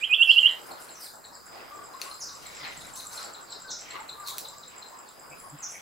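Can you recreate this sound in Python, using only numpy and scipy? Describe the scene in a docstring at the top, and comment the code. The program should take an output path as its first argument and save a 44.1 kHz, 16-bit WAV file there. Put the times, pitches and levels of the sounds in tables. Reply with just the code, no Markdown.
"""Open ground under trees, with a soft wash of air, whining insects and light wind on the microphone.
At once a loud whistled trill of six rising notes close by, over two small birds chipping in steady rhythm;
then wet falling chirps from a young monkey and soft grunts, and later far coos, twig snaps and soft footfalls.
Hands and feet scuff the gritty ground throughout. Calls are swept tones, rustles are shaped noise, snaps are
ringing modes; sparse random echoes stand for the trunks and leaves that throw the calls back."""
import sys
import numpy as np
from scipy import signal
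from scipy.io import wavfile
from scipy.ndimage import uniform_filter1d

SR = 44100
rng = np.random.default_rng(int(sys.argv[2]) if len(sys.argv) > 2 else 0)


def int16_out(signal):
    """Quantize to a 16-bit WAV file."""
    q = np.round(np.clip(np.atleast_2d(signal).T, -1, 1) * 32767)
    wavfile.write(sys.argv[1], SR, q.astype(np.int16))


def boost(x):
    """Linear amplitude factor 10**(x/20) for a level x in decibels (scalar or array-like)."""
    u = np.asarray(x, float) / 20
    return 10 ** u


N = 256220  # samples


def evened(x):
    """Scales to rms 1."""
    return x / np.sqrt(np.mean(x ** 2) + 1e-20)


def read(points, hz):
    """Reads a spectrum on a log-frequency axis."""
    f, value = np.transpose(points)
    return np.interp(np.log(hz + 1), np.log(f + 1), value)


def over_time(points):
    """Reads every column of a table against its first, t/s, at each sample."""
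    s, *columns = np.transpose(points)
    return [np.interp(np.arange(N) / SR, s, column) for column in columns]


def add(mix, s, sound):
    """Mixes a sound in at s seconds."""
    part = mix[..., max(round(s * SR), 0):][..., :sound.shape[-1]]
    part += sound[..., :part.shape[-1]]


def sides(pan_db):
    """Left and right gains; pan_db is left over right."""
    return boost(np.array([[pan_db / 2], [-pan_db / 2]]))


def slow(rate_hz):
    """Slow random drift of rms 1, a sum of sines up to rate_hz."""
    t = np.arange(0, N, 64) / SR
    wave = np.zeros(len(t))
    for hz in np.geomspace(.15, rate_hz, num=20):
        wave += np.sin(2 * np.pi * (hz * t + rng.random())) / np.sqrt(hz)
    return np.repeat(evened(wave), 64)[:N]


def paired(a, b, c, d, same):
    """Two complex noises whose likeness is same (0-1)."""
    left, other = a + 1j * b, c + 1j * d
    return np.array([left, same * left + np.sqrt(1 - same ** 2) * other])


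# likeness of left and right at the microphones: f/Hz, likeness/0-1
LIKENESS = [(60, .12), (400, 0.22), (1500, 0.19), (4000, 0.4), (12000, 0.6)]


def noise(colour, patchy_db, same=None):
    """Two-channel noise of a given spectrum with drifting patches, rms 1."""
    frames, hz = N // 128 + 6, np.fft.rfftfreq(512, 1 / SR)
    a, b, c, d, patches = rng.standard_normal((frames, 257, 5)).T
    patches = uniform_filter1d(patches, size=6, axis=0)  # over frequency
    patches = evened(uniform_filter1d(patches, size=20, axis=1))  # over time
    same = np.clip(read(LIKENESS, hz)[:, None] if same is None else same, 0, 1)
    z = paired(a, b, c, d, same) * boost(read(colour, hz)[:, None] + patchy_db * patches)
    return evened(signal.istft(z, nperseg=512, noverlap=384)[1][:, :N])


def fuzzy(hz, width_hz, same=0.59):
    """Noise squeezed into a narrow band around hz, rms 1: a hoarse tone."""
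    low_pass = signal.butter(2, width_hz / SR, output="sos")
    fuzz = paired(*signal.sosfilt(low_pass, rng.standard_normal((N, 4)).T), same)
    return evened((fuzz * np.exp(2j * np.pi * hz * np.arange(N) / SR)).real)


def grains(per_s, spread_db, size):
    """Flickering gain of rms 1 from many tiny contacts of uneven strength, smoothed over size samples."""
    hits = boost(spread_db * np.minimum(rng.exponential(1, N), 4)) * (rng.random(N) < per_s / SR)
    return evened(0.099 + np.sqrt(abs(uniform_filter1d(hits ** 2, size))))


def whistle(hz, shape):
    """A pure tone on a pitch curve."""
    return shape * np.sin(2 * np.pi * np.cumsum(hz) / SR)


def trees(x, t60, gap=.004, same=.6):
    """Scatter from trunks and leaves: sparse random taps dying away after a gap in s, energy 1 on the left."""
    t = np.arange(SR // 2) / SR
    taps = rng.standard_normal((SR // 2, 3)).T * (rng.random((SR // 2, 3)).T < .15)
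    taps = same * taps[2] + (1 - same) * taps[:2]
    taps = taps * boost(-60 * t / t60) * np.clip(t / gap - 1, 0, 1)
    return signal.fftconvolve(np.atleast_2d(x), taps / np.linalg.norm(taps[0]), axes=1)[:, :N]


# spectrum of the open air: f/Hz, level/dB per Hz (relative)
AIR_COLOUR = [(100, -22.5), (240, -6), (600, 0.5), (1130, 1.5), (1700, -4), (2400, -19), (3000, -26.5),
              (4100, -32), (4900, -20.5), (5800, -21.5), (7500, -9), (9000, -17), (11000, -21),
              (15800, -17.5)]


def air():
    """The steady wash of the place: coloured noise whose level drifts slightly."""
    return boost(-51 + 0.37 * slow(3.0)) * noise(AIR_COLOUR, 3.3)


# light wind on the microphone: t/s, level/dB
WIND_LEVEL = [(0.0, -64.5), (0.97, -67), (1.84, -62), (2.0, -65.5), (2.26, -62), (2.81, -55.5),
              (3.41, -65.5), (3.67, -61), (4.4, -61.5), (5.02, -67.5), (5.47, -61), (5.81, -63)]
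# its spectrum: f/Hz, level/dB per Hz (relative)
WIND_SPECTRUM = [(15, -36), (35, -15), (70, -4.5), (150, -2.5), (300, -9), (500, -34.5)]


def wind():
    """Low rumble that swells and sinks, nearly unrelated at the two sides."""
    level_db, = over_time(WIND_LEVEL)
    return boost(level_db) * noise(WIND_SPECTRUM, 0.73, 0.06)


# the whine near 5 kHz before its flicker and band gains: t/s, level/dB
WHINE_LEVEL = [(0.0, -61), (0.31, -70), (0.68, -56.5), (1.2, -71.5), (1.55, -53), (1.72, -61.5),
               (2.17, -54), (2.67, -59.5), (3.15, -68), (3.67, -57), (4.0, -83), (4.27, -61), (4.4, -55.5),
               (5.1, -64.5), (5.24, -56.5), (5.81, -68)]
# its core and halo: f/Hz, width/Hz, gain/dB
WHINE_CORE_HALO = [(5020, 90, -1.5), (4900, 440, -2)]
# broad insect hiss: f/Hz, width/Hz, level/dB
INSECT_HISS = [(7800, 2300, -77)]
# cricket bursts before their beats: t/s (start), length/s, level/dB
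CRICKET_BURSTS = [(0.188, 0.13, -53), (1.449, .04, -61.5), (2.073, 0.066, -54), (2.182, 0.073, -52.5),
                  (5.36, 0.16, -55), (5.677, 0.12, -55.5)]


def insects():
    """Fuzzy narrow-band whines, and a cricket scraping short bursts near 10 kHz."""
    whine = sum(boost(db) * fuzzy(hz, width_hz) for hz, width_hz, db in WHINE_CORE_HALO)
    level_db, = over_time(WHINE_LEVEL)
    out = whine * (0.41 + .4 * grains(90, 1.3, size=300)) * boost(level_db)
    out += sum(boost(db) * fuzzy(hz, width_hz) for hz, width_hz, db in INSECT_HISS)
    wing = fuzzy(9800, width_hz=330)
    for start, length, db in CRICKET_BURSTS:
        t = np.arange(round(length * SR)) / SR
        beats = (1 - .2 * np.cos(2 * np.pi * 58 * t)) * signal.windows.tukey(len(t), .5)
        add(out, start, boost(db) * beats * wing[:, round(start * SR):][:, :len(t)])
    return out


# far coos, dry, before scoop and waver: t/s (start), length/s, f/Hz (first), f/Hz (last), level/dB (opening)
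FAR_COOS = [(1.695, .18, 1213, 1143, -43.5), (1.934, 0.027, 1087, 1140, -38),
            (2.05, 0.073, 1112, 1178, -41.5), (2.30, 0.073, 1142, 1147, -49),
            (2.941, 0.087, 1108, 1053, -50.5), (3.632, .17, 1616, 1380, -47.5),
            (4.15, 0.145, 1215, 1172, -43), (4.505, 0.13, 1178, 1150, -51.5)]


def coos():
    """Soft far whistles that scoop up gently, glide and fade, wavering and blurred by distance."""
    rise_s, fade_db, breath_depth, waver_hz, scoop_hz = .015, -5, .35, 22, 90
    dry = np.zeros(N)
    drifts = uniform_filter1d(rng.standard_normal((2, N)), size=400, axis=1)
    waver, breath = (evened(uniform_filter1d(z, size=400)) for z in drifts)
    for start, length, hz0, hz1, db in FAR_COOS:
        t = np.arange(round(length * SR)) / SR
        shape = np.minimum(t / rise_s, 1) * boost(db + fade_db * t / length)
        shape = shape * signal.windows.tukey(len(t), .3)
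        hz = hz1 + (hz0 - hz1) * (1 - t / length) ** 1.526
        hz = hz + waver_hz * waver[round(start * SR):][:len(t)] - scoop_hz * np.exp(-t / rise_s)
        add(dry, start, whistle(hz, shape))
    dry = dry * (1 + breath_depth * breath)
    return dry * sides(6.5) + boost(-3) * trees(dry, .45, gap=.004, same=.4)


def strokes(rows, rise_db_per_s, fall_db_per_s):
    """Power envelope of each (s, hold s) stroke at unit strength: rises, holds, dies away."""
    t, (s, hold) = np.arange(N) / SR, np.array(rows)[:, :2].T[..., None]
    before, after = np.maximum(s - t, 0), np.maximum(t - s - hold, 0)
    return boost(-rise_db_per_s * before - fall_db_per_s * after) ** 2


def layered(steady_db, stroke_db, shapes):
    """Gain of a steady level with strokes on top, summed as power."""
    return np.sqrt(boost(steady_db) ** 2 + boost(stroke_db) ** 2 @ shapes)


# strokes over dry grit: t/s, hold/s, level/dB, crispness/dB (top over level), coarseness/dB (bottom over level)
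GRIT_STROKES = [(0.323, 0.13, -54, -5, -5), (0.666, .02, -56, -6, -10), (0.807, 0.018, -51, -8, -3.5),
                (1.013, 0.046, -47.5, -2.5, -10), (2.023, .004, -46, -18, -2), (2.426, .05, -60, -2, -6),
                (2.72, .02, -59, -15, -2), (2.812, 0.044, -55.5, -18, 0), (2.971, 0.013, -45, -17, 2),
                (3.124, 0.034, -48, -13, 1.8), (3.206, 0.021, -55, -9, 7), (4.279, 0.018, -45.5, -1, 2.5),
                (4.39, 0.0093, -51, -1, 4), (5.39, .05, -63, -10, -3.5), (5.73, 0.057, -64, -3, -16)]
# rustle of leaves between strokes: t/s, level/dB near 9 kHz, level/dB near 14 kHz, level/dB near 5 kHz
LEAF_RUSTLE = [(0.0, -62.5, -75, -75), (0.3, -62, -57, -58), (0.9, -62.5, -63.5, -68),
               (1.3, -74, -72.5, -70), (1.97, -68, -68.5, -65.5), (2.15, -58.5, -62, -59.5),
               (2.65, -66, -72, -54), (3.2, -52, -61, -61), (3.4, -73, -73, -66), (3.8, -84, -81, -58),
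               (4.2, -60, -62, -68), (4.5, -66, -63, -59), (4.7, -86.5, -82, -64), (5.3, -68, -67, -80),
               (5.81, -66.5, -68, -84)]
# middle, top and bottom of the grit: f/Hz, level/dB per Hz (relative)
GRIT_MID_COLOUR = [(6000, -34), (7500, -5), (9500, -1.5), (12000, -6), (13500, -39)]
GRIT_TOP_COLOUR = [(11500, -22.5), (13000, 2), (14800, -6.5), (15750, -3), (15950, -50.5)]
GRIT_BOTTOM_COLOUR = [(2600, -64), (3800, 2), (5800, -0.5), (7000, 0.5), (8000, -31.5)]


def grit():
    """Bright crackle of hands and feet on grit and leaves: three noise bands broken into grains."""
    mid_db, top_db, bottom_db = over_time(LEAF_RUSTLE)
    shapes = strokes(GRIT_STROKES, rise_db_per_s=664, fall_db_per_s=150)
    stroke_db, crisp_db, coarse_db = np.transpose(GRIT_STROKES)[2:]
    out = layered(mid_db, stroke_db, shapes) * noise(GRIT_MID_COLOUR, 1.6, 0.54)
    out += layered(top_db, stroke_db + crisp_db, shapes) * noise(GRIT_TOP_COLOUR, 1.5, 0.3)
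    out += layered(bottom_db, stroke_db + coarse_db, shapes) * noise(GRIT_BOTTOM_COLOUR, 3.0, .7)
    return out * grains(3000, 2.2, size=90) * sides(1.2)


# duller scuffs on the ground: t/s, hold/s, level/dB near 2 kHz, weight/dB (low part over level)
GROUND_SCUFFS = [(0.0, .005, -48.5, -9), (0.21, .02, -60, -12), (0.44, 0.078, -47.5, -14),
                 (0.689, 0.022, -68, 21), (1.538, 0.035, -59.5, -8.5), (2.042, .02, -49, -2.5),
                 (2.445, 0.016, -52, -19), (2.651, 0.015, -39, -8), (2.80, .01, -59, 4),
                 (3.194, 0.061, -50, 1.5), (3.86, 0.024, -52.5, -3), (3.943, .01, -43.5, -5.5),
                 (3.987, 0.012, -65, 14), (4.745, 0.036, -53.5, 0), (5.316, 0.019, -67.5, 17.5),
                 (5.63, .02, -56.5, 4.5), (5.74, .02, -66, -20)]
# dull rustle between scuffs: t/s, level/dB near 2 kHz, level/dB near 700 Hz
DULL_RUSTLE = [(0.0, -53, -66), (0.4, -53.5, -51), (0.85, -57, -50.5), (1.05, -54.5, -58),
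               (1.15, -80.5, -80.5), (1.421, -68, -65.5), (1.6, -49.5, -49.5), (1.95, -62.5, -50),
               (2.35, -61.5, -50.5), (2.55, -50.5, -51), (3.1, -60, -50.5), (3.4, -59, -49),
               (3.75, -64.5, -57.5), (4.3, -58, -50.5), (4.7, -67, -58.5), (4.95, -62, -52.5),
               (5.3, -63, -61), (5.81, -55, -75)]
# rasp and low body of the scuffs: f/Hz, level/dB per Hz (relative)
RASP_COLOUR = [(900, -50), (1400, -7), (2000, 2), (3000, -4), (4500, -9.5), (7000, -28.5)]
BODY_COLOUR = [(120, -56), (300, -2), (700, -1.5), (1100, 1.5), (1500, 2), (2200, -39.5)]


def scuffs():
    """Hands and feet drag over the ground: a grainy mid rasp of noise and a smoother low body."""
    rasp_db, body_db = over_time(DULL_RUSTLE)
    shapes = strokes(GROUND_SCUFFS, rise_db_per_s=149, fall_db_per_s=121)
    stroke_db, weight_db = np.transpose(GROUND_SCUFFS)[2:]
    rasp = layered(rasp_db, stroke_db, shapes) * noise(RASP_COLOUR, 2.21, 0.17)
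    body = layered(body_db, stroke_db + weight_db, shapes) * noise(BODY_COLOUR, 2.9, 0.067)
    return rasp * grains(640, 0.6, size=150) + body


# twig snaps: t/s, level/dB (drive of the modes), brightness/dB per octave about 4.4 kHz, left over right/dB
TWIG_SNAPS = [(2.0161, -18, -7, 4), (2.961, -36, 3, 2.5), (3.007, -36, 3, 0), (4.274, -35, 2, 0),
              (4.2845, -29, 2.5, 0), (4.3728, -38, -1.5, -3), (4.3830, -25.5, 5, -3)]
# ringing modes of a twig: f/Hz, level/dB, t60/s
TWIG_MODES = [(2700, -12, 0.005), (4400, -1.5, 0.0061), (6020, -2, 0.005), (8800, -7, .003),
              (10200, -4, 0.004), (11800, -4, .003), (14600, -2, .003)]


def snaps():
    """Twigs snap: a handful of modes ring very briefly, then scatter among the trees."""
    t, out = np.arange(round(.07 * SR)) / SR, np.zeros((2, N))
    for s, db, bright_db, pan_db in TWIG_SNAPS:
        ring = np.zeros(len(t))
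        for hz, mode_db, t60 in TWIG_MODES:
            ring_db = mode_db + bright_db * np.log2(hz / 4400) - 60 * t / t60
            ring += boost(ring_db) * np.sin(2 * np.pi * hz * t)
        add(out, s, boost(db) * ring * sides(pan_db))
    out = signal.sosfilt(signal.butter(3, 1900, "high", fs=SR, output="sos"), out)
    return out + boost(-3.0) * trees(out, 0.21, gap=0.0015, same=0.53)


# soft footfalls: t/s (middle), f/Hz, level/dB (of the fundamental)
FOOTFALLS = [(2.631, 140, -54), (2.784, 138, -53.5), (5.319, 148.6, -53.5), (5.544, 146.7, -42)]


def footfalls():
    """Each step is a short low push with its octave."""
    t, out = np.arange(round(.07 * SR)) / SR, np.zeros((2, N))
    for s, hz, db in FOOTFALLS:
        push = np.sin(2 * np.pi * hz * t) + 0.49 * np.sin(2 * np.pi * 2 * hz * t)
        add(out, s - .035, boost(db) * push * np.hanning(len(t)) * sides(.1))
    return out


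# chips of the lower bird, before roughening: t/s (middle), level/dB (peak), f/Hz (arch reaches 1.02 of it)
LOW_BIRD_CHIPS = [(0.4916, -42, 4000), (0.7136, -44, 4250), (0.892, -47, 4250), (1.067, -43, 4030),
                  (1.247, -44, 4180), (1.939, -50.5, 4050), (2.1139, -41, 4130), (2.2896, -45, 4160),
                  (2.46, -44.5, 4170), (2.648, -37.5, 4180), (2.814, -42.5, 3960), (3.0, -40, 4050),
                  (3.1765, -36.5, 4170), (3.349, -43, 4070), (3.5253, -35.5, 4110), (3.7138, -40, 3986),
                  (3.909, -43, 4160), (4.0936, -36.5, 4065), (4.4531, -37, 4020), (4.6336, -42.5, 4040),
                  (4.8273, -42, 4096)]


def low_bird():
    """A slightly rough chip that arches up and drops off, with its scatter from the leaves."""
    u, dry = np.linspace(0, 1, round(0.01976 * SR)), np.zeros(N)
    arch = np.interp(u, [0, .3, .55, 1], [.95, 1.01, 1.02, .85])
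    for s, db, hz in LOW_BIRD_CHIPS:
        add(dry, s - .010, whistle(hz * arch, boost(db) * np.sin(np.pi * u ** 1.5)))
    roughness = evened(uniform_filter1d(rng.standard_normal(N), size=60))
    dry = dry * (1 + .45 * roughness)
    scatter = boost(.5) * trees(dry, .4, gap=.001, same=.6)
    return (dry + scatter) * sides(3.2)


# chips of the high bird, dry: t/s (middle), level/dB
HIGH_BIRD_CHIPS = [(0.0158, -41.5), (0.1136, -41), (0.2142, -39.5), (0.3145, -39.5), (0.412, -39),
                   (0.514, -41), (0.6184, -45.5), (0.7206, -43.5), (0.8243, -44), (0.9279, -41.5),
                   (1.047, -44), (1.158, -45), (1.2597, -42.5), (1.355, -40.5), (1.4676, -42.5),
                   (1.7614, -44), (1.8603, -42.5), (1.969, -46), (2.054, -40), (2.146, -39.5),
                   (2.2483, -43), (2.354, -40.5), (2.4692, -37), (2.57, -40.5), (2.6806, -42),
                   (2.776, -37.5), (2.8701, -41), (2.9573, -37.5), (3.0717, -33.5), (3.1604, -37.5),
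                   (3.2487, -35.5), (3.3383, -38.5), (3.4322, -41.5), (3.525, -37), (3.623, -39),
                   (3.716, -38), (3.812, -37.5), (3.9101, -37.5), (4.007, -41), (4.1018, -41), (4.203, -40),
                   (4.2947, -39), (4.392, -38), (4.4886, -37), (4.585, -41.5), (4.683, -39.5),
                   (4.7834, -38.5), (4.8875, -43), (4.9914, -41.5), (5.091, -43), (5.199, -43),
                   (5.3041, -43), (5.4017, -41.5), (5.502, -41.5), (5.608, -42), (5.7125, -39.5)]


def high_bird():
    """A tiny falling chip about ten times a second, each led by one no louder, often fainter."""
    u, dry = np.linspace(0, 1, round(.012 * SR)), np.zeros(N)
    chip = whistle(7000 + 1350 * (1 - u) ** 1.29, np.hanning(len(u)))
    leads_db = rng.uniform(-28.0, 0.0, len(HIGH_BIRD_CHIPS))
    for (s, db), lead_db in zip(HIGH_BIRD_CHIPS, leads_db):
        add(dry, s - .007, boost(db) * chip)
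        add(dry, s - .025, boost(db + lead_db) * chip)
    return dry * sides(-1.2) + boost(-1.5) * trees(dry, 0.19, gap=0.0028, same=0.71)


# soft hoarse grunts, a row for each band that sounds: t/s (middle), length/s, f/Hz, width/Hz,
# level/dB (before the swell of each)
GRUNT_BANDS = [(0.498, 0.13, 1944, 300, -49), (0.713, 0.075, 774.5, 514, -43), (1.61, 0.082, 518, 253, -54),
               (2.66, 0.14, 1940, 350, -54), (3.06, 0.057, 1248, 121, -51), (3.231, 0.13, 1338, 121, -48),
               (3.227, 0.11, 1080, 100, -50), (3.248, 0.13, 770, 147, -54), (3.942, .09, 2123, 248, -50),
               (3.958, 0.079, 1110, 202, -42.5), (4.007, 0.085, 875, 57, -47),
               (4.307, 0.1, 1059, 152, -48.5), (4.346, .07, 781, 79, -52), (4.45, .05, 535, 100, -54.5),
               (4.959, 0.2, 1030, 202, -52), (5.327, 0.053, 2397, 250, -49.5), (5.458, .08, 1090, 102, -52),
               (5.756, 0.079, 2180, 403, -52)]


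def grunts():
    """Brief breathy throat tones from the animals nearby: narrow noise bands swelling and fading."""
    out = np.zeros((2, N))
    for s, length, hz, width_hz, db in GRUNT_BANDS:
        size = round(length * SR)
        breath = rng.standard_normal((size, 2)) @ [1, 1j]
        band = signal.sosfilt(signal.butter(2, width_hz / SR, output="sos"), breath)
        tone = evened((band * np.exp(2j * np.pi * hz * np.arange(size) / SR)).real)
        add(out, s - length / 2, boost(db) * tone * np.hanning(size) * sides(1.3))
    return out + boost(1.5) * trees(out.mean(0), 0.28, gap=0.001, same=0.16)


# falling chirps of the young monkey, before flutter: t/s (start), length/s, f/Hz (first), f/Hz (last),
# level/dB (of the voice feeding both the direct path and the trees)
MONKEY_CHIRPS = [(0.275, 0.056, 5450, 3834, -41), (0.941, 0.032, 6420, 5320, -46.5),
                 (0.999, 0.045, 5280, 4360, -44), (1.327, 0.029, 5310, 4250, -49),
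                 (2.203, 0.034, 7110, 4560, -34), (2.523, 0.12, 5580, 4480, -52),
                 (3.125, 0.049, 5570, 4900, -49.5), (3.211, 0.046, 4940, 4100, -47),
                 (3.465, 0.052, 4670, 3820, -49), (3.51, 0.037, 5550, 4400, -46.5),
                 (3.676, 0.029, 4600, 3570, -40.5), (3.703, 0.019, 7000, 4900, -31),
                 (4.243, 0.062, 4510, 3420, -41.5), (5.052, 0.05, 5100, 3200, -56.5),
                 (5.625, 0.025, 6840, 5425, -31)]


def chirps():
    """Quick falling squeaks with a fluttering, unsteady voice, heard mostly through the trees."""
    voice = np.zeros(N)
    for start, length, hz0, hz1, db in MONKEY_CHIRPS:
        t = np.arange(round(length * SR)) / SR
        flutter = np.cos(2 * np.pi * 230 * t)  # moves pitch and loudness together
        hz = hz1 + (hz0 - hz1) * (1 - t / length) ** 1.3 + 150 * flutter
        shape = boost(db) * (1 + 1.7 * flutter) * np.sin(np.pi * t / length) ** 0.57
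        add(voice, start - .004, whistle(hz, shape))
    return boost(-11) * voice + boost(0.5) * trees(voice, 0.46, gap=0.0017, same=0.66)


# trill notes close by, before panning: t/s (start), t/s (end), f/Hz (base), f/Hz (top),
# lateness of the rise/power, level/dB (peak), opening/dB (re the peak)
TRILL_NOTES = [(.008, 0.056, 2350, 3240, 2.12, -20.5, -17.5), (0.088, 0.155, 2456, 3504, 3.9, -14, -20.5),
               (0.181, 0.239, 2701, 3386, 4.8, -11, -14), (0.268, 0.322, 2690, 3336, 3.97, -9.5, -11),
               (0.358, 0.398, 2740, 3213, 2.64, -10, -9.5), (0.428, 0.479, 2795, 3275, 3.15, -12, -2.5)]
# close echoes of the trill, before their lean to the right: delay/s, left level/dB, right level/dB
CLOSE_ECHOES = [(.00728, -2.5, -4), (.0150, -14, -13), (.0245, -13, -14)]


def trill():
    """Each note swells on a level pitch, whips upward and rounds off; close echoes beat against the rise."""
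    dry, dull = np.zeros((2, N))
    for start, end, hz0, hz1, late, db, opening_db in TRILL_NOTES:
        u = np.linspace(0, 1, round((end - start) * SR))
        swell_db = np.interp(u, [.15, .68, .8, 1], [opening_db, 0, -1.5, -7])
        rise = np.sin(.57 * np.pi * u ** late) ** 1.3
        hz = hz0 + (hz1 - hz0) * rise + 45 * np.exp(-u / 0.096)
        note = whistle(hz, boost(db + swell_db) * signal.windows.tukey(len(u), .22))
        add(dry, start, note)
        add(dull, start, note * boost(-9.0 * rise))  # rough bark returns the top of the rise less well
    out = dry * sides(-8.5)
    for delay, *db in CLOSE_ECHOES:
        add(out, delay, dull * sides(-6.5) * boost(np.array(db))[:, None])
    return out + boost(-6.0) * trees(dry, 0.24, gap=0.0053, same=0.92) * sides(-4.5)


def scene():
    """All sources over the open-air wash and a little wind."""
    background = air() + wind() + insects() + coos()
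    ground = grit() + scuffs() + snaps() + footfalls()
    animals = low_bird() + high_bird() + grunts() + chirps() + trill()
    return background + ground + animals


def band_limit(x):
    """A steep low-pass at the top of the band."""
    return signal.sosfilt(signal.butter(12, 16800, fs=SR, output="sos"), x)


def record(dry):
    """Limits the band steeply at 15850 Hz and finishes the mix."""
    edge = signal.firwin(255, 15850, window=("kaiser", 8), fs=SR)
    mix = signal.oaconvolve(dry, edge[None], "same")
    return band_limit(mix)


dry = scene()
out = record(dry)
int16_out(out)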